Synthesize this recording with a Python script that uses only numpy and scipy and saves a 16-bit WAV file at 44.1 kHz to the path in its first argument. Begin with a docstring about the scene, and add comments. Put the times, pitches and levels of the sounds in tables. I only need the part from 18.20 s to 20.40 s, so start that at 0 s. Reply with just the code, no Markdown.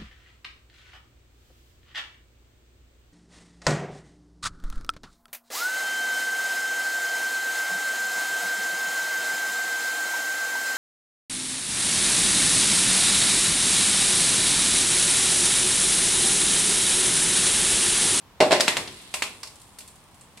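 """Over faint outdoor air come two clusters of dull blasts: a reactive metal explodes in a wide steel
basin of water on an open field, and the pressure pulses set the basin ringing in its normal modes.
Flung bits of metal then burst, sending out shock waves heard as sharp cracks and ever smaller pops.
Each report scatters between the basin walls and decays over the field, while spray patters down
and the water fizzes."""
import sys
import numpy as np
from scipy import signal
from scipy.fft import rfft, irfft
from scipy.io import wavfile

SR = 44100
rng = np.random.default_rng(int(sys.argv[2]) if len(sys.argv) > 2 else 0)


def bounce(signal):
    """Save signal as a 16-bit WAV file at the path given by the first command-line argument."""
    frames = np.transpose(np.atleast_2d(signal))
    limited = np.clip(frames, -1, 1)
    pcm = np.round(limited * 32767).astype(np.int16)
    wavfile.write(sys.argv[1], SR, pcm)


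N = 97020
TIME = np.arange(N) / SR
EDGES = 22 * 2 ** (np.arange(30) / 3)   # third-octave bands [Hz]
CENTRES = np.sqrt(EDGES[1:] * EDGES[:-1])

# spectral shapes of the noisy sources: (frequency [Hz], relative spectral density [dB])
AIR_SPECTRUM = [(25, -7), (50, 2), (100, 3.5), (200, -1), (400, -6.5), (650, -8), (950, -2.5),
                (1400, -11.5), (3000, -13), (6000, -20), (16000, -27)]
FIZZ_SPECTRUM = [(1000, -40), (3000, 2), (6500, 0.5), (8700, 9.5), (11000, 1.5), (16000, -22)]
PATTER_SPECTRUM = [(500, -5.5), (2000, 3.5), (4000, 7.5), (6500, -7), (9000, -7), (15000, -26)]
CRACK_SPECTRUM = [(50, -18.5), (200, -9.5), (500, -7.5), (1000, 0), (1400, -6), (2300, -1.5), (4300, -2),
                  (6400, -8), (8500, -4), (12000, -19.5), (16000, -41)]
SPRAY_SPECTRUM = [(300, -45), (1000, -11.5), (1800, 8.5), (3000, 3.5), (4500, 5.5), (6400, -7.5),
                  (8300, -0.5), (11000, -18.5), (16000, -54)]
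BOOM_SPECTRUM = [(40, -105), (100, -19), (190, -13.5), (400, -5.5), (630, 3.5), (950, -6), (1300, -13.5),
                 (2500, -25), (8000, -55)]
# left-right likeness of sound in the basin and over the field: (frequency [Hz], coherence [0-1])
NEAR_COHERENCE = [(100, .99), (700, 1), (1500, 1), (4000, 0.6), (10000, 0.1)]
FAR_COHERENCE = [(40, 0.62), (150, 0.91), (700, 0.86), (1300, 0.62), (3000, 0.083), (9000, 0.13)]
# reverberation of the field: (frequency [Hz], T60 [s])
FIELD_DECAY = [(100, 1), (300, 0.83), (700, 0.36), (2500, 0.33), (8000, 0.3), (15000, 0.37)]
# normal modes of the steel basin: (frequency [Hz], level [dB], T60 [s])
BASIN_MODES = [(171.7, -34.5, .6), (287, -38, 0.52), (362, -31.5, 0.99), (415, -21.5, 0.4),
               (446.4, -34, 0.14), (534, -52, 0.17), (552, -37, 0.55), (615, -15.5, 0.27),
               (649, -31.5, 0.39), (768, -28, 0.46), (824, -35.5, 0.085), (925, -29, 0.2),
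               (1037, -20, 0.36), (1476, -39, 0.3), (2050, -29, 0.4), (2590, -31, 0.34),
               (2798, -19.5, 0.12), (3450, -31, 0.64), (4300, -31, 0.11), (4400, -17, 0.1),
               (5240, -26, 0.15)]
# landing droplets: (time [s], level [dB])
DROPLETS = [(.7759, -37), (.8158, -37), (.9136, -37), (1.2029, -41), (1.3571, -35), (1.3985, -37),
            (1.4165, -33), (1.7572, -38), (1.9438, -39)]
# bursting bits of metal: (time [s], reverberant level [dB], shock level [dB], shock period [s],
# bass gain [dB], treble gain [dB], emphasised frequency [Hz])
METAL_BURSTS = [(0.407, -15.5, 1, 0.00018, -13, 3.5, 4640), (.4748, -28, -14, .00035, -3, 0, 2800),
                (.4800, -13.5, -1, 0.00043, -0.5, -2, 2100), (0.5692, -20, -3.5, 0.00033, 5, 1, 2150),
                (.6764, -36, -21, .00025, -4, -6, 4500), (0.9401, -22.5, -12, 0.00026, -2, 8.5, 2360),
                (1.022, -20, -7.5, 0.00043, -2, 0, 2630), (1.2315, -32, -28, 0.00006, -4, 7, 4940),
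                (1.2726, -40.5, -26, 0.00014, -16, 9, 4950), (1.5863, -36.5, -25.5, 0.0001, -36, 22, 4430),
                (1.606, -42.5, -36, 0.000088, -37, -1, 8600), (1.6764, -44, -36, 0.00011, -18, 20, 8800),
                (1.683, -51, -29, 0.000087, -12, 6, 8600), (2.01, -47, -35, 0.00007, -16, 13, 8100),
                (2.173, -44, -52, 0.00029, -14, 8.5, 2330)]
# gas blasts: (time [s], pulse level [dB], boom level [dB], spray level [dB])
GAS_BLASTS = [(.2031, -15, -19, -19), (.2064, -10.5, -16, -20), (.2085, -5, -15, -39),
              (.2263, -4.5, -21.5, -33), (.3084, -13.5, -19.5, -23.5), (.3176, -8.5, -19, -16.5),
              (.3252, -9, -26, -17.5), (.3284, -10, -20.5, -26), (.3988, -19, -27, -23)]

AIR_DB = -53
FIZZ_DB, FIZZ_FADE_DB_PER_S = -45, 10.5
PATTER_DB, PATTER_PEAK_S, PATTER_SPREAD_S = -46.5, 0.53, 0.37
ONSET_S, ONSET_DB, SCATTER_S = 0.0002, -7.5, 0.002
FAR_DB, FAR_T60_S = -21, 0.91
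WALL_ECHO_S, WALL_ECHO_DB = 0.0044, -9
SHOCK_BAND_HZ, SHOCK_LOSS_DB_PER_PERIOD = (204, 9700), 15
TICK_SCATTER_DB, TICK_PERIOD_S = -15, 0.00013
BASS_HZ, TREBLE_HZ, PITCH_OCTAVES, PITCH_LIFT_DB = 1550, 3300, 0.2, 7
CRACK_CORNER_HZ, CRACK_STRIKE_DB, CRACK_TAIL_DB = 1960, 2.5, -6
BLAST_HZ, BLAST_RISE_S, BLAST_TAIL_DB = 609, 0.00072, -4.5
BLAST_CORNER_HZ, BLAST_LOW_CUT_HZ = 2220, 149


def from_db(db):
    """Amplitude ratio: tenfold for every 20 dB."""
    return 10 ** (np.asarray(db) / 20)


def at_hz(points, hz):
    """Interpolation on a logarithmic frequency axis."""
    frequencies, values = np.transpose(points)
    return np.interp(np.log(hz), np.log(frequencies), values)


def band_gains(spectrum):
    """Band power is density times bandwidth; the gains are scaled to a total power of 1."""
    gains = from_db(at_hz(spectrum, CENTRES)) * np.sqrt(CENTRES)
    return gains / np.linalg.norm(gains)


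def impulses(times, sizes):
    """Ideal impulses, one sample each."""
    out = np.zeros(N)
    np.add.at(out, np.clip(np.round(times * SR).astype(int), 0, N - 1), sizes)
    return out


def noise_bands(coherence):
    """Partly coherent stereo noise from a sum and a difference signal: bands x 2 x N, rms 1 each."""
    white, out = rng.standard_normal((2, 2, N)), []
    for k, hz in enumerate(CENTRES):
        bandpass = signal.butter(2, EDGES[k:k + 2], "band", fs=SR, output="sos")
        band = signal.sosfilt(bandpass, white[k % 2])
        mid, side = band / band.std(axis=1, keepdims=True)
        alike = np.clip(at_hz(coherence, hz), 0, 1)
        out.append(np.sqrt((1 + alike) / 2) * mid + np.sqrt((1 - alike) / 2) * np.array([side, -side]))
    return np.array(out)


def outdoor_air():
    """Stationary noise, strongest in the bass, forms the ambient floor."""
    return from_db(AIR_DB) * np.tensordot(band_gains(AIR_SPECTRUM), noise_bands(FAR_COHERENCE), 1)


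def shot_noise(spectrum, spread_db, per_s):
    """A Poisson process: independent clicks of uneven size merge into a crackle of rms 1."""
    sizes = from_db(spread_db * np.minimum(rng.exponential(1, (2, N)), 4))
    signs = rng.choice([-1, 1], (2, N))
    occurs = rng.random((2, N)) < per_s / SR
    hz = np.maximum(np.fft.rfftfreq(N, 1 / SR), 1)
    response = from_db(at_hz(spectrum, hz)) * np.minimum(hz / spectrum[0][0], 1)
    out = irfft(rfft(sizes * signs * occurs) * response, N)
    return out / out.std()


def fizz_and_patter():
    """Shot noise from the first blast on: the fizz decays exponentially, the shower swells and ebbs."""
    age = TIME - GAS_BLASTS[0][0]
    fizz = from_db(FIZZ_DB - FIZZ_FADE_DB_PER_S * age) * shot_noise(FIZZ_SPECTRUM, 5.5, per_s=2400)
    shower = np.exp(-0.5 * ((TIME - PATTER_PEAK_S) / PATTER_SPREAD_S) ** 2)
    patter = from_db(PATTER_DB) * shower * shot_noise(PATTER_SPECTRUM, 3.5, per_s=4000)
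    return (age > 0) * (fizz + patter)


def decay(power, t60):
    """Exponential energy decay: each input of power falls by 60 dB in t60 seconds."""
    return signal.lfilter([1], [1, -np.exp(-np.log(1e6) / (t60 * SR))], power + 1e-18)


def reverberation(times, gains, tail_db, near, far):
    """Incoherent reflections add in power, in the basin and over the field; gains: events x bands."""
    out = np.zeros((2, N))
    onset_pole, pole = np.exp(-1 / (ONSET_S * SR)), np.exp(-1 / (SCATTER_S * SR))
    for k, hz in enumerate(CENTRES):
        power = impulses(times, gains[:, k] ** 2) + 1e-18
        onset = from_db(ONSET_DB) ** 2 * signal.lfilter([1], [1, -onset_pole], power)
        # scattering between the walls peaks SCATTER_S after each report
        scatter = signal.lfilter([np.e * (1 - pole)], [1, -2 * pole, pole ** 2], power)
        escaped = from_db(tail_db) ** 2 * signal.lfilter([1 - pole], [1, -pole], power)
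        tail = decay(escaped, at_hz(FIELD_DECAY, hz)) + from_db(FAR_DB) ** 2 * decay(escaped, FAR_T60_S)
        out += np.sqrt(onset + scatter) * near[k] + np.sqrt(tail) * far[k]
    return out


def wall_echo(sound):
    """Specular reflection: the far wall of the basin adds one delayed, weaker copy."""
    lag, out = int(WALL_ECHO_S * SR), sound.copy()
    out[..., lag:] += from_db(WALL_ECHO_DB) * sound[..., :-lag]
    return out


def basin_ring(times, db, coupling):
    """Modal resonance: the steel rings as damped sinusoids, each driven in proportion to coupling(Hz)."""
    out = np.zeros(N)
    for hz, mode_db, t60 in BASIN_MODES:
        radius, angle = np.exp(-np.log(1000) / (t60 * SR)), 2 * np.pi * hz / SR
        strikes = impulses(times, coupling(hz) * from_db(db + mode_db + rng.normal(0, 1, len(times))))
        resonator = [1, -2 * radius * np.cos(angle), radius ** 2]
        out -= signal.lfilter([0, np.sin(angle)], resonator, strikes + 1e-18)
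    return out


def shock_waves(times, db, periods):
    """Heavily damped pressure swings: a steep spike, a weaker swing back, then the wall echo."""
    out = np.zeros(N + SR)
    for time, level_db, period in zip(times, db, periods):
        cycles = TIME[:SR // 100] / period
        wave = -np.sin(2 * np.pi * cycles) * from_db(-SHOCK_LOSS_DB_PER_PERIOD * cycles)
        start = int(time * SR)
        out[start:start + len(wave)] += from_db(level_db) * wave / np.abs(wave).max()
    bandpass = signal.butter(2, SHOCK_BAND_HZ, "band", fs=SR, output="sos")
    return wall_echo(signal.sosfilt(bandpass, out[:N]))


def droplet_ticks(near, far):
    """Impact noise: each landing droplet radiates a brief, and therefore bright, pulse."""
    times, db = np.transpose(DROPLETS)
    pulses = shock_waves(times, db, np.full(len(times), TICK_PERIOD_S))
    snap = signal.sosfilt(signal.butter(2, 3000, "high", fs=SR, output="sos"), pulses)
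    gains = np.outer(from_db(db + TICK_SCATTER_DB), band_gains(FIZZ_SPECTRUM))
    return snap + reverberation(times, gains, CRACK_TAIL_DB, near, far)


def metal_cracks(near, far):
    """Shock excitation: each bursting bit favours the high modes and reverberates in its own colour."""
    times, db, shock_db, periods, bass_db, treble_db, pitch_hz = np.transpose(METAL_BURSTS)
    bass = np.clip(np.log2(BASS_HZ / CENTRES) / 2, 0, 1)
    treble = np.clip(np.log2(CENTRES / TREBLE_HZ) / 2, 0, 1)
    pitch = np.exp(-(np.log2(CENTRES / pitch_hz[:, None]) / PITCH_OCTAVES) ** 2)
    colour_db = np.outer(bass_db, bass) + np.outer(treble_db, treble) + PITCH_LIFT_DB * pitch
    colour = band_gains(CRACK_SPECTRUM) * from_db(colour_db)
    gains = colour / np.linalg.norm(colour, axis=1, keepdims=True) * from_db(db)[:, None]
    ring = basin_ring(times, db + CRACK_STRIKE_DB, lambda hz: 1 / np.hypot(1, CRACK_CORNER_HZ / hz))
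    diffuse = reverberation(times, gains, CRACK_TAIL_DB, near, far)
    return shock_waves(times, shock_db, periods) + ring + diffuse


def gas_blasts(near, far):
    """Pulse excitation: a slower pressure swing favours the low modes, amid a boom and a burst of spray."""
    times, db, boom_db, spray_db = np.transpose(GAS_BLASTS)
    age = TIME[:SR // 50]
    swing = -np.sin(2 * np.pi * BLAST_HZ * age) * age / BLAST_RISE_S * np.exp(1 - age / BLAST_RISE_S)
    pulses = signal.oaconvolve(impulses(times, from_db(db)), swing)[:N]
    ring = basin_ring(times, db, lambda hz: 1 / np.hypot(1, hz / BLAST_CORNER_HZ))
    boom = np.outer(from_db(boom_db), band_gains(BOOM_SPECTRUM))
    spray = np.outer(from_db(spray_db), band_gains(SPRAY_SPECTRUM))
    diffuse = reverberation(np.tile(times, 2), np.vstack([boom, spray]), BLAST_TAIL_DB, near, far)
    low_cut = signal.butter(2, BLAST_LOW_CUT_HZ, "high", fs=SR, output="sos")
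    return signal.sosfilt(low_cut, pulses + ring) + diffuse


def scene():
    """Superposition: the pressures of air, reports and water add."""
    near, far = noise_bands(NEAR_COHERENCE), noise_bands(FAR_COHERENCE)
    air = outdoor_air()
    # reversed noise keeps the tails of the cracks uncorrelated with those of the blasts
    reports = gas_blasts(near, far) + metal_cracks(near, far[..., ::-1])
    return air + fizz_and_patter() + droplet_ticks(near, far) + reports


def record(dry):
    """Overload clips the highest peaks; a steep low-pass removes the top of the treble."""
    lowpass = signal.cheby2(16, 80, 16900, fs=SR, output="sos")
    return signal.sosfilt(lowpass, np.clip(dry, -1, 1))


dry = scene()
out = record(dry)
bounce(out)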